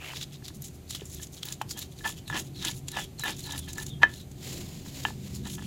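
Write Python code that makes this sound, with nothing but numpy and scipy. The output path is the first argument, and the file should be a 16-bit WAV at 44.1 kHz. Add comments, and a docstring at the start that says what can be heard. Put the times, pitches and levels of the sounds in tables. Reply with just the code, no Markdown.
"""Chillies and spices are crushed with a stone pestle in a shallow stone mortar on the ground outdoors.
First cloth slides and fingers sweep the pieces together; blows excite damped stone modes, and skins snap.
From 1.5 s grinding strokes grate by stick-slip and crush the pulp with bursts of ringing fractures.
A chick's falling whistles peep faintly from 1.7 s; the hardest knock rings out at 4 s, then clothes rustle.
Throughout, the noise and drifting tones of a distant engine slowly grow; its rumble swells at the end."""
import sys
import numpy as np
from scipy import signal
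from scipy.fft import rfft, irfft, next_fast_len
from scipy.io import wavfile

SR = 44100
rng = np.random.default_rng(int(sys.argv[2]) if len(sys.argv) > 2 else 0)


def persist_wave(psi):
    """Save psi, clipped to +-1, as 16-bit WAV."""
    counts = np.round(np.clip(psi, -1, 1) * 32767).astype(np.int16)
    wavfile.write(sys.argv[1], SR, np.atleast_2d(counts).T)


N = 249606
TIME = np.arange(N) / SR


def from_db(db):
    """Logarithmic level: decibels become an amplitude gain."""
    return 10 ** (np.asarray(db) / 20)


def rms_one(x):
    """Normalisation: scale a signal to an rms of 1."""
    return x / np.sqrt(np.mean(x ** 2) + 1e-20)


def at_hz(spectrum, hz):
    """Spectral interpolation: read a level in dB along a logarithmic frequency axis."""
    points = np.array(spectrum)
    return np.interp(np.log(hz), np.log(points[:, 0]), points[:, 1])


def drift(knots_per_s):
    """Random modulation: straight lines join random knots; rms 1."""
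    knots = rng.standard_normal(N // 10)
    return rms_one(np.interp(TIME * knots_per_s, np.arange(len(knots)), knots))


def swells(rows, release_s, lag_s=0):
    """Exponential envelope: each gesture (full_s, rise_s, hold_s, level_db) builds up, holds and dies away."""
    out = np.zeros(N)
    for full_s, rise_s, hold_s, level_db in rows:
        t = TIME - full_s - lag_s
        rise = np.minimum(t, 0) / rise_s
        fall = np.maximum(t - hold_s, 0) / release_s
        out += from_db(level_db) * np.exp(rise - fall)
    return out


def noise(spectrum):
    """Spectral shaping: steady coloured noise that falls away steeply outside its range; rms 1."""
    size = next_fast_len(N)
    hz = np.maximum(np.arange(size // 2 + 1) * SR / size, 1)
    skirts = 1 / (1 + (spectrum[0][0] / hz) ** 6) / (1 + (hz / spectrum[-1][0]) ** 12)
    white = rfft(rng.standard_normal(size))
    return rms_one(irfft(white * from_db(at_hz(spectrum, hz)) * skirts, size)[:N])


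def ring(force, hz, t60):
    """Damped resonance: a unit click sets off a sine that starts at height 1 and falls 60 dB in t60 seconds."""
    radius = from_db(-60 / (t60 * SR))
    angle = 2 * np.pi * min(hz, .45 * SR) / SR
    # the tiny offset keeps the filter clear of vanishingly small numbers
    return signal.lfilter([0, np.sin(angle)], [1, -2 * radius * np.cos(angle), radius * radius], force + 1e-18)


def soften(x, cut_hz):
    """Contact compliance: a soft contact passes only the lows."""
    return signal.sosfilt(signal.butter(2, min(cut_hz, .45 * SR), fs=SR, output="sos"), x + 1e-18)


def radiate(x, low_hz=560):
    """Radiation efficiency: a small bowl radiates little bass."""
    return signal.sosfilt(signal.butter(2, low_hz, "high", fs=SR, output="sos"), x)


def grit(per_s, spread_db):
    """Random impulse process: tiny fractures at chance moments, of uneven size and sign."""
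    sizes = from_db(spread_db * np.minimum(rng.exponential(1, N), 4))
    return sizes * rng.choice([-1, 1], N) * (rng.random(N) < per_s / SR)


def grains(spectrum, per_s, spread_db, cycles, shift=1, count=20):
    """Granular emission: fractures ring for a few cycles at one of many pitches; shift slides the spectrum."""
    clicks = grit(per_s, spread_db)
    dealt = rng.integers(0, count, N)   # which pitch each fracture takes
    out = 0
    for k, hz in enumerate(np.geomspace(spectrum[0][0], spectrum[-1][0], count)):
        rung = ring(clicks * (dealt == k), hz, cycles / hz)
        rung = rms_one(np.diff(rung, prepend=0))
        # the root of the pitch allows for bands that widen with pitch
        out = out + rung * np.sqrt(hz) * from_db(at_hz(spectrum, hz / shift))
    return rms_one(out)


# modes of the mortar, the first two close enough to beat: pitch_hz, level_db, free_t60_s, sign
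MORTAR_MODES = [(1672, -12, .065, -1), (1759, -5.5, .085, 1), (310, -28, .04, -1), (630, -28, .024, 1),
                (795, -25, .035, -1), (940, -22, .045, -1), (1255, -24, .035, -1), (1442, -26, .045, 1),
                (1956, -7.7, .0103, 1), (2500, -14, .012, 1), (2900, -22, .007, 1), (3078, -27, .095, 1),
                (3382, -26, .01, 1), (3780, -35, .077, 1), (5885, -31, .024, 1)]
# modes of the pestle, singing as it drags: pitch_hz, relative_db, t60_s, sign
PESTLE_MODES = [(866, -16, 0.019, -1), (2820, -16.5, 0.018, 1), (3100, -18, 0.02, 1),
                (3630, -39.5, .025, 1), (5200, -42.5, .012, -1)]


def stone(force, grip, pestle_db):
    """Modal superposition: both stones ring; pressing them together weakens and shortens the mortar's long modes."""
    longest = MORTAR_MODES[1][2] * grip
    out = 0
    for hz, db, t60, sign in PESTLE_MODES:
        out = out + np.sign(sign) * from_db(db + pestle_db) * ring(force, hz, t60)
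    for hz, db, t60, sign in MORTAR_MODES:
        held = min(t60, longest)
        out = out + np.sign(sign) * from_db(db) * np.sqrt(held / t60) * ring(force, hz, held)
    return out


# pestle blows: start_s, level_db, contact_cutoff_hz, grip (share of the ring time left, 0-1), pestle_ring_db
BLOWS = [(0.135, -22, 1200, 0.13, 3), (.424, -37.5, 1800, 0.3, -3), (0.504, -28, 800, 0.26, -8),
         (1.018, -23, 420, 0.8, 3), (1.197, -40.5, 2500, 0.8, 2), (1.6141, -22.5, 1200, 0.35, 21.5),
         (1.6178, -12, 1190, .06, -8), (2.008, -37.5, 3000, 0.8, -11), (2.044, -25.5, 3000, 0.9, -20.5),
         (2.0542, -18.5, 2000, 1, -19), (2.3001, -14, 1300, 0.56, -5), (2.327, -23.5, 3000, 0.64, 3),
         (2.970, -26, 800, 0.02, 26), (3.236, -20, 3000, 1, -14), (3.782, -24, 2500, 1, -17),
         (4.0325, 1.5, 5400, 0.76, -26.5), (4.0386, -2, 900, .2, -4), (4.862, -24.5, 798, 0.24, -5),
         (5.0515, -15, 2970, 0.68, 14), (5.085, -15, 700, 0.39, -6.5), (5.105, -22.5, 695, 0.27, 10),
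         (5.467, -40.5, 894, 0.6, 15), (5.593, -25.5, 1300, 0.27, -6), (5.623, -30, 1800, .15, 0)]


def knocks(crack_db=-34, crack_s=0.0021):
    """Impact excitation: blows are sharp on bare stone, dull where spices lengthen the contact."""
    out, t = np.zeros(N + SR), TIME[:SR // 4]
    for start_s, level_db, cut_hz, grip, pestle_db in BLOWS:
        # grit bursts under the blow
        crack = from_db(crack_db) * rng.standard_normal(len(t)) * np.exp(-t / crack_s)
        struck = stone(1.0 * (t == 0), grip, pestle_db) + crack
        at = round(start_s * SR)
        out[at:at + len(t)] += from_db(level_db) * soften(struck, cut_hz)
    return out[:N]


# grinding strokes that reach bare stone: full_s (full pressure), rise_s, hold_s, grating_db, tearing_db, crackle_db
GRINDING = [(1.456, .006, .064, -54.5, -48, -47), (1.772, 0.0083, 0.019, -46, -46, -45),
            (2.046, .005, 0.032, -37.5, -39, -41.5), (2.349, .018, 0.021, -30, -37, -56),
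            (2.656, .022, .036, -41.5, -34.5, -40.5), (2.967, .018, .03, -34.5, -36.5, -42),
            (3.191, .005, 0.02, -54.5, -46.5, -49), (3.239, .003, .012, -36.5, -47, -45),
            (3.281, 0.011, 0.016, -34.5, -36.5, -42.5), (3.501, 0.025, 0.059, -42.5, -43, -49),
            (3.682, .006, .012, -48.5, -44, -47.5), (3.775, .009, 0.046, -45.5, -46.5, -44),
            (4.024, .006, .004, -29.5, -45.5, -66.5), (5.46, 0.019, 0.013, -49, -47.5, -48),
            (5.585, .005, .006, -45, -52.5, -55)]


def strokes(column, release_s, lag_s=0):
    """Shared pressure: one hand movement drives the gain of grating, tearing and crackle alike."""
    rows = []
    for full_s, rise_s, hold_s, grating_db, tearing_db, crackle_db in GRINDING:
        levels = dict(grating=grating_db, tearing=tearing_db, crackle=crackle_db)
        rows.append((full_s, rise_s, hold_s, levels[column]))
    return swells(rows, release_s, lag_s)


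# as the hand eases, the stone falls silent before the pulp
STONE_RELEASE_S, PULP_RELEASE_S, JUICE_RELEASE_S = 0.013, 0.028, 0.016


def grating(level_db=0, dull_db=1):
    """Stick-slip friction: the rough faces catch and slip, an uneven run of tiny blows."""
    catches = from_db(3.5 * drift(knots_per_s=110))
    slips = grit(per_s=1100, spread_db=2.5)
    # paste dulls some of the slips
    cushioned = from_db(dull_db) * soften(grit(per_s=1500, spread_db=4.5), cut_hz=830)
    body = stone(catches * (slips + cushioned), grip=.48, pestle_db=5)
    return from_db(level_db) * strokes("grating", STONE_RELEASE_S) * rms_one(body)


# bumps of the bowl against the ground under the hands or a hard blow: start_s, relative_db, pitch_hz, t60_s
GROUND_BUMPS = [(0.504, -44, 314, 0.071), (.56, -36.5, 208, 0.15), (1.018, -30.5, 404, 0.036),
                (1.029, -32, 125, 0.107), (2.303, -28, 135, 0.11), (2.661, -31.5, 330, 0.062),
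                (3.931, -30.5, 151.7, 0.16), (4.0326, -19, 678, 0.0218)]


def bumps():
    """Impulse response: soft contact with the ground sets off low, damped thuds."""
    out = 0
    for start_s, db, hz, t60 in GROUND_BUMPS:
        click = 1.0 * (np.arange(N) == round(start_s * SR))
        thud = ring(soften(click, cut_hz=1.8 * hz), hz, t60)
        out = out + from_db(db) * radiate(thud, low_hz=hz / 2)
    return out


# spectrum of the bowl's scuff on the soil: frequency_hz, relative_db (per Hz)
SCUFF_SPECTRUM = [(110, -2), (260, -0.5), (350, 1), (450, -8), (580, -5), (720, -7.5)]


def scuffing(level_db=-11, release_s=0.042):
    """Sliding friction: each stroke shifts the bowl a little on the soil, with a dull, lingering scuff."""
    return from_db(level_db) * strokes("grating", release_s) * noise(SCUFF_SPECTRUM)


# lighter squeezes, cushioned by spices: full_s (full pressure), hold_s, tearing_db, crackle_db, tearing_pitch_hz
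LIGHT_SQUEEZES = [(.152, 0.0235, -41.5, -62, 3790), (.215, .017, -37, -50, 3750),
                  (.333, .018, -49.5, -56, 3670), (.452, .033, -47, -56, 4400),
                  (.553, .008, -62, -54, 4030), (.643, 0.032, -52.5, -46, 3600),
                  (.745, .008, -72, -56, 3600), (.898, 0.026, -45.5, -49, 4340),
                  (.95, .014, -43.5, -46, 3600), (1.007, .012, -48, -67, 2810),
                  (1.064, .036, -62.5, -52, 3530), (1.13, .016, -50.5, -46, 4100),
                  (1.175, .01, -54.5, -58, 3500), (1.222, .016, -46, -43, 3500),
                  (1.336, .012, -57, -48.5, 4150), (1.375, .01, -49, -53, 3800),
                  (1.708, .005, -41, -40, 4800), (1.817, .012, -42.5, -44.5, 3750),
                  (1.922, .008, -59, -59, 3600), (1.98, .014, -52, -53.5, 4200),
                  (2.015, .02, -60, -54.5, 3730), (2.095, .018, -45.5, -44, 3100),
                  (2.178, .008, -51, -52, 3100), (2.3, .02, -53, -51.5, 3400),
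                  (2.383, .018, -44, -38, 3000), (2.45, .025, -56.5, -57, 3600),
                  (2.562, .022, -52, -56, 3700), (2.606, .02, -41.5, -57, 3650),
                  (2.745, .035, -60, -49, 4000), (2.895, .025, -54, -57, 3795),
                  (3.025, .018, -56.5, -51, 3100), (3.37, .1, -50.5, -49.5, 3800),
                  (3.58, .012, -47, -53, 3890), (3.63, .025, -54, -56.5, 3450),
                  (3.745, .01, -54, -52, 4430), (3.865, .03, -54, -54, 3680),
                  (4.102, .012, -50.5, -54.5, 3180), (4.14, .07, -52.5, -54.5, 3800),
                  (5.353, .008, -48, -45, 4700), (5.505, .05, -48.5, -44.5, 3500),
                  (5.625, .035, -51.5, -56, 3000)]
SQUEEZE_RISE_S, SQUEEZE_RELEASE_S = 0.011, 0.014


def squeezes(column):
    """Cushioned pressure: light squeezes drive the gain of tearing and crackle without grating."""
    rows = []
    for full_s, hold_s, tearing_db, crackle_db, _ in LIGHT_SQUEEZES:
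        levels = dict(tearing=tearing_db, crackle=crackle_db)
        rows.append((full_s, SQUEEZE_RISE_S, hold_s, levels[column]))
    return swells(rows, SQUEEZE_RELEASE_S)


# spectrum of tearing fibres: frequency_hz, relative_db (per Hz)
TEARING_SPECTRUM = [(700, -29.5), (1500, -20), (2300, -12.5), (3000, -7.5), (3600, 1.5), (4400, -10.5),
                    (5600, -10.5), (7000, -14.5)]
TEARING_HZ = 3600   # the pitch at which that spectrum holds
# spectrum of crackling juice and of sizzling splits: frequency_hz, relative_db (per Hz)
CRACKLE_SPECTRUM = [(4500, -16.5), (5800, -9), (7000, 1), (7700, -11), (8800, -19), (10000, -11),
                    (11200, -8), (13000, -22), (15800, -16)]
JUICE_LAG_S = 0.0067   # juice is pressed out a moment after the stone bites
# pieces pinned hard against the stone tear at a lower pitch
LOOSE_TEAR_HZ, PRESSED_SAG_HZ, FULL_PRESSURE_DB = 3850, 800, -36


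def crushing(tear_db=0, wet_db=0):
    """Fracture under load: fibres tear and juice crackles in clumps while the pestle bears down."""
    ground, squeezed = strokes("tearing", PULP_RELEASE_S), squeezes("tearing")
    tearing = np.hypot(ground, squeezed)
    crackling = np.hypot(strokes("crackle", JUICE_RELEASE_S, JUICE_LAG_S), squeezes("crackle"))
    pressure = np.minimum(strokes("grating", PULP_RELEASE_S) / from_db(FULL_PRESSURE_DB), 1)
    ground_hz = LOOSE_TEAR_HZ - PRESSED_SAG_HZ * pressure
    squeezed_hz = np.interp(TIME, [row[0] for row in LIGHT_SQUEEZES], [row[-1] for row in LIGHT_SQUEEZES])
    # the stronger gesture weighs more in the pitch
    tear_hz = (ground * ground_hz + squeezed * squeezed_hz) / (ground + squeezed)
    clumps = rms_one(from_db(2.1 * drift(knots_per_s=130)))
    tear = grains(TEARING_SPECTRUM, per_s=4500, spread_db=3, cycles=22, shift=tear_hz / TEARING_HZ)
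    wet = grains(CRACKLE_SPECTRUM, per_s=7000, spread_db=3, cycles=22, count=26)
    return clumps * (from_db(tear_db) * tearing * tear + from_db(wet_db) * crackling * wet)


# skins and seeds splitting: split_s, relative_body_db, relative_sizzle_db, pop_pitch_hz
SPLITS = [(0.212, -34, -54, 3850), (.481, -36.5, -37.5, 4730), (0.62, -58, -35.5, 12800),
          (0.907, -38.5, -29.5, 7250), (.948, -28, -33, 4000), (1.054, -65, -38.5, 7160),
          (1.146, -60, -40.5, 13200), (1.2295, -50, -33, 6900), (1.269, -57, -42.5, 6800),
          (1.43, -30, -37, 3000), (1.453, -37, -32.5, 15000), (1.485, -37, -47, 7000),
          (1.523, -37, -30.5, 6900), (1.615, -43, -30.5, 3100), (1.71, -54, -29.5, 5350),
          (1.79, -39, -32.5, 14000), (1.8245, -51, -33, 3850), (2.278, -52, -32.5, 3800),
          (2.395, -33, -33.5, 6750), (2.649, -29, -24, 6650), (2.711, -47, -33, 6800),
          (2.883, -32.5, -31, 7600), (2.916, -38, -39, 10950), (3.194, -50, -32, 6960),
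          (3.2363, -49, -32, 13660), (3.3044, -40, -34, 7200), (3.392, -47, -37, 6630),
          (3.521, -50, -31.5, 6300), (3.578, -38.5, -35, 10800), (3.59, -44, -28.5, 9830),
          (3.684, -46, -37.5, 2970), (3.731, -47, -33, 7100), (3.829, -39.5, -36, 9640),
          (3.864, -55, -33.5, 6940), (4.314, -64, -43.5, 6420), (5.499, -37.5, -38.5, 3020)]


def snaps(body_db=2.0, sizzle_db=-3.0, pop_db=0, pop_cycles=16,
          rise_s=0.00078, fall_s=.004, strain_db=-19, strain_s=0.0073):
    """Brittle avalanche: a skin strains, then splits in many fractures; the opening cavity pops at its own pitch."""
    out, t = np.zeros(N + SR), TIME[:SR // 5] - TIME[SR // 10]
    before, after = np.minimum(t, 0), np.maximum(t, 0)
    strain = from_db(strain_db) * np.exp(before / strain_s)
    burst = np.maximum(1 - np.exp(-after / rise_s), strain) * np.exp(-after / fall_s)
    body = from_db(body_db) * grains(TEARING_SPECTRUM, per_s=9000, spread_db=2.5, cycles=16)
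    sizzle = from_db(sizzle_db) * grains(CRACKLE_SPECTRUM, per_s=9000, spread_db=2.5, cycles=20)
    for split_s, low_db, high_db, hz in SPLITS:
        span = round((split_s + t[0]) * SR) + np.arange(len(t))
        pop = from_db(pop_db) * rms_one(ring(rng.standard_normal(len(t)), hz, pop_cycles / hz))
        out[span] += burst * (from_db(low_db) * body[span] + from_db(high_db) * (sizzle[span] + pop))
    return out[:N]


# sleeves and skirt slide as the cook reaches: full_s, rise_s, hold_s, relative_db
CLOTH_REACHES = [(.05, 0.029, 0.1315, -48.5), (4.455, 0.041, 0.08, -42.5), (4.58, 0.041, 0.0427, -47.5),
                 (4.7, 0.032, 0.103, -51.5), (4.86, 0.0086, .02, -48.5), (4.953, 0.02, .13, -44.5),
                 (5.245, 0.046, 0.12, -51)]
# spectrum of sliding cloth: frequency_hz, relative_db (per Hz)
CLOTH_SPECTRUM = [(290, 8), (500, 0.5), (773, -5), (855, -9), (946, -7), (1320, -11.5), (2130, -5),
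                  (4150, -0.5), (5880, -4.5), (7100, -0.5), (8700, -11.5), (14700, -10), (16000, -10)]
# fingers sweep the spices together once: full_s, rise_s, hold_s, level_db
FINGER_SWEEP = [(.025, 0.026, .09, -43.5)]
# spectrum of the swept pieces: frequency_hz, relative_db (per Hz)
SWEEP_SPECTRUM = [(500, -10), (900, -7), (1500, -12), (2100, -4.5), (2600, 2), (3200, -7), (4200, -30)]
CLOTH_RELEASE_S, SWEEP_RELEASE_S = 0.0461, .03


def rustling(cloth_db=-1.0, flutter_db=1.6):
    """Friction noise: cloth slides with a soft hiss; fingers sweep the loose pieces together."""
    flutter = from_db(cloth_db + flutter_db * drift(knots_per_s=190))
    cloth = flutter * swells(CLOTH_REACHES, CLOTH_RELEASE_S) * noise(CLOTH_SPECTRUM)
    pieces = grains(SWEEP_SPECTRUM, per_s=3000, spread_db=2.0, cycles=31)
    return cloth + swells(FINGER_SWEEP, SWEEP_RELEASE_S) * pieces


# the chick's peeps: start_s, length_s, first_pitch_hz, last_pitch_hz, relative_db
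CHICK_PEEPS = [(1.68, 0.13, 3390, 3040, -51.5), (2.166, 0.032, 3100, 3010, -52.5),
               (2.251, 0.067, 4320, 3270, -47), (2.535, 0.13, 4370, 3370, -43),
               (2.904, 0.13, 4000, 3180, -41), (3.178, 0.13, 4290, 3234, -38),
               (3.411, 0.13, 4220, 3650, -45), (3.59, .08, 3565, 3070, -52),
               (3.878, 0.0762, 3800, 3160, -45.5), (4.158, 0.07, 4210, 3853, -52)]


def chick(level_db=-8.5):
    """Frequency modulation: thin falling whistles, made hoarse by fast wobble of pitch and level."""
    out = np.zeros(N)
    wobble = 1 + .026 * drift(knots_per_s=700)
    flutter = rms_one(from_db(4 * drift(knots_per_s=200)))
    for start_s, length_s, first_hz, last_hz, db in CHICK_PEEPS:
        along = np.clip((TIME - start_s) / length_s, 0, 1)
        hz = wobble * (first_hz + (last_hz - first_hz) * along)
        envelope = np.sqrt(2 * np.abs(np.sin(np.pi * along)))
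        out += from_db(db) * envelope * np.sin(2 * np.pi * np.cumsum(hz) / SR)
    return from_db(level_db) * flutter * out


def yard(x, wet_db, t60):
    """Diffuse scattering: ground, basins and posts return a short, exponentially decaying tail."""
    t = TIME[:SR // 2]
    tail = soften(rng.standard_normal(len(t)), cut_hz=11000) * from_db(-60 * t / t60) * (t > .004)
    return x + from_db(wet_db) * signal.fftconvolve(x, tail / np.linalg.norm(tail))[:N]


# the engine's drone: pitch_hz (centre), relative_db
ENGINE_DRONE = [(80, -7), (135, -4.5), (160, -14.5), (184, -16), (275, -15), (370, -17.5)]
# spectrum of the engine's rumble: frequency_hz, relative_db (per Hz)
RUMBLE_SPECTRUM = [(12, -41), (20, -11), (75, -1.5), (103, -1.5), (136, 3), (194, -5), (244, -9),
                   (275, -10), (373, -9.5), (432, -24), (480, -20.5), (620, -45), (1060, -120)]
# the rumble swells in its upper range: full_s, rise_s, hold_s, level_db
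RUMBLE_SURGES = [(5.3, .5, 0.47, -44.5)]
# spectrum of that swell: frequency_hz, relative_db (per Hz)
SURGE_SPECTRUM = [(130, -3), (160, 0), (205, 0), (260, -10), (330, -20)]
# spectrum of the hiss: frequency_hz, relative_db (per Hz)
HISS_SPECTRUM = [(240, -36.5), (400, -13), (496, -19), (777, -19), (893, -26.5), (1530, -31), (2320, -29),
                 (4440, -30), (5520, -35), (6050, -29.5), (10700, -36), (12900, -34.5), (14600, -30),
                 (16000, -54)]
ENGINE_DB, ENGINE_GROWTH_DB_PER_S = -47, 1.17   # level at the start, before the trims below; growth
SURGE_RELEASE_S, AIR_DB = .06, -57


def background(rumble_db=-2, hiss_db=-1, wander_hz=4, swell_db=3, uneven_db=1.5):
    """Tones in noise: a far engine rumbles and drones, slowly growing, under a faint even hiss."""
    drone = 0
    for hz, db in ENGINE_DRONE:
        phase = 2 * np.pi * np.cumsum(hz + wander_hz * drift(knots_per_s=18)) / SR
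        drone = drone + from_db(db + swell_db * drift(knots_per_s=5)) * np.sin(phase)
    rumble = from_db(rumble_db + uneven_db * drift(knots_per_s=15)) * noise(RUMBLE_SPECTRUM)
    growth = from_db(ENGINE_DB + ENGINE_GROWTH_DB_PER_S * TIME)
    surges = swells(RUMBLE_SURGES, SURGE_RELEASE_S) * noise(SURGE_SPECTRUM)
    hiss = from_db(AIR_DB + hiss_db) * noise(HISS_SPECTRUM)
    return growth * (rumble + drone) + surges + hiss


def scene():
    """Direct-to-reverberant ratio: the work is close and dry; the chick's echo equals its direct sound."""
    bowl = radiate(knocks() + grating()) + bumps() + scuffing()
    near = yard(bowl + crushing() + snaps() + rustling(), wet_db=-19.5, t60=0.18)
    far = yard(chick(), wet_db=0.0, t60=0.16)
    return (near + far + background())[None]


# resonances of the microphone port: pitch_hz, gain_db, width_hz
PORT_RESONANCES = [(6230, -1, 860), (6920, 1.5, 780), (9280, 0, 1500), (10980, 3, 700), (15000, 1.5, 2500)]
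CUTOFF_HZ = 16000


def record(dry):
    """Resonance and band limiting: the microphone port colours the treble, peaks clip, and the top is cut."""
    for hz, db, width_hz in PORT_RESONANCES:
        b, a = signal.iirpeak(hz, hz / width_hz, fs=SR)
        dry = dry + (from_db(db) - 1) * signal.lfilter(b, a, dry)
    top_cut = signal.ellip(10, .1, 80, CUTOFF_HZ, fs=SR, output="sos")
    return signal.sosfilt(top_cut, np.clip(dry, -1, 1))


dry = scene()
out = record(dry)
persist_wave(out)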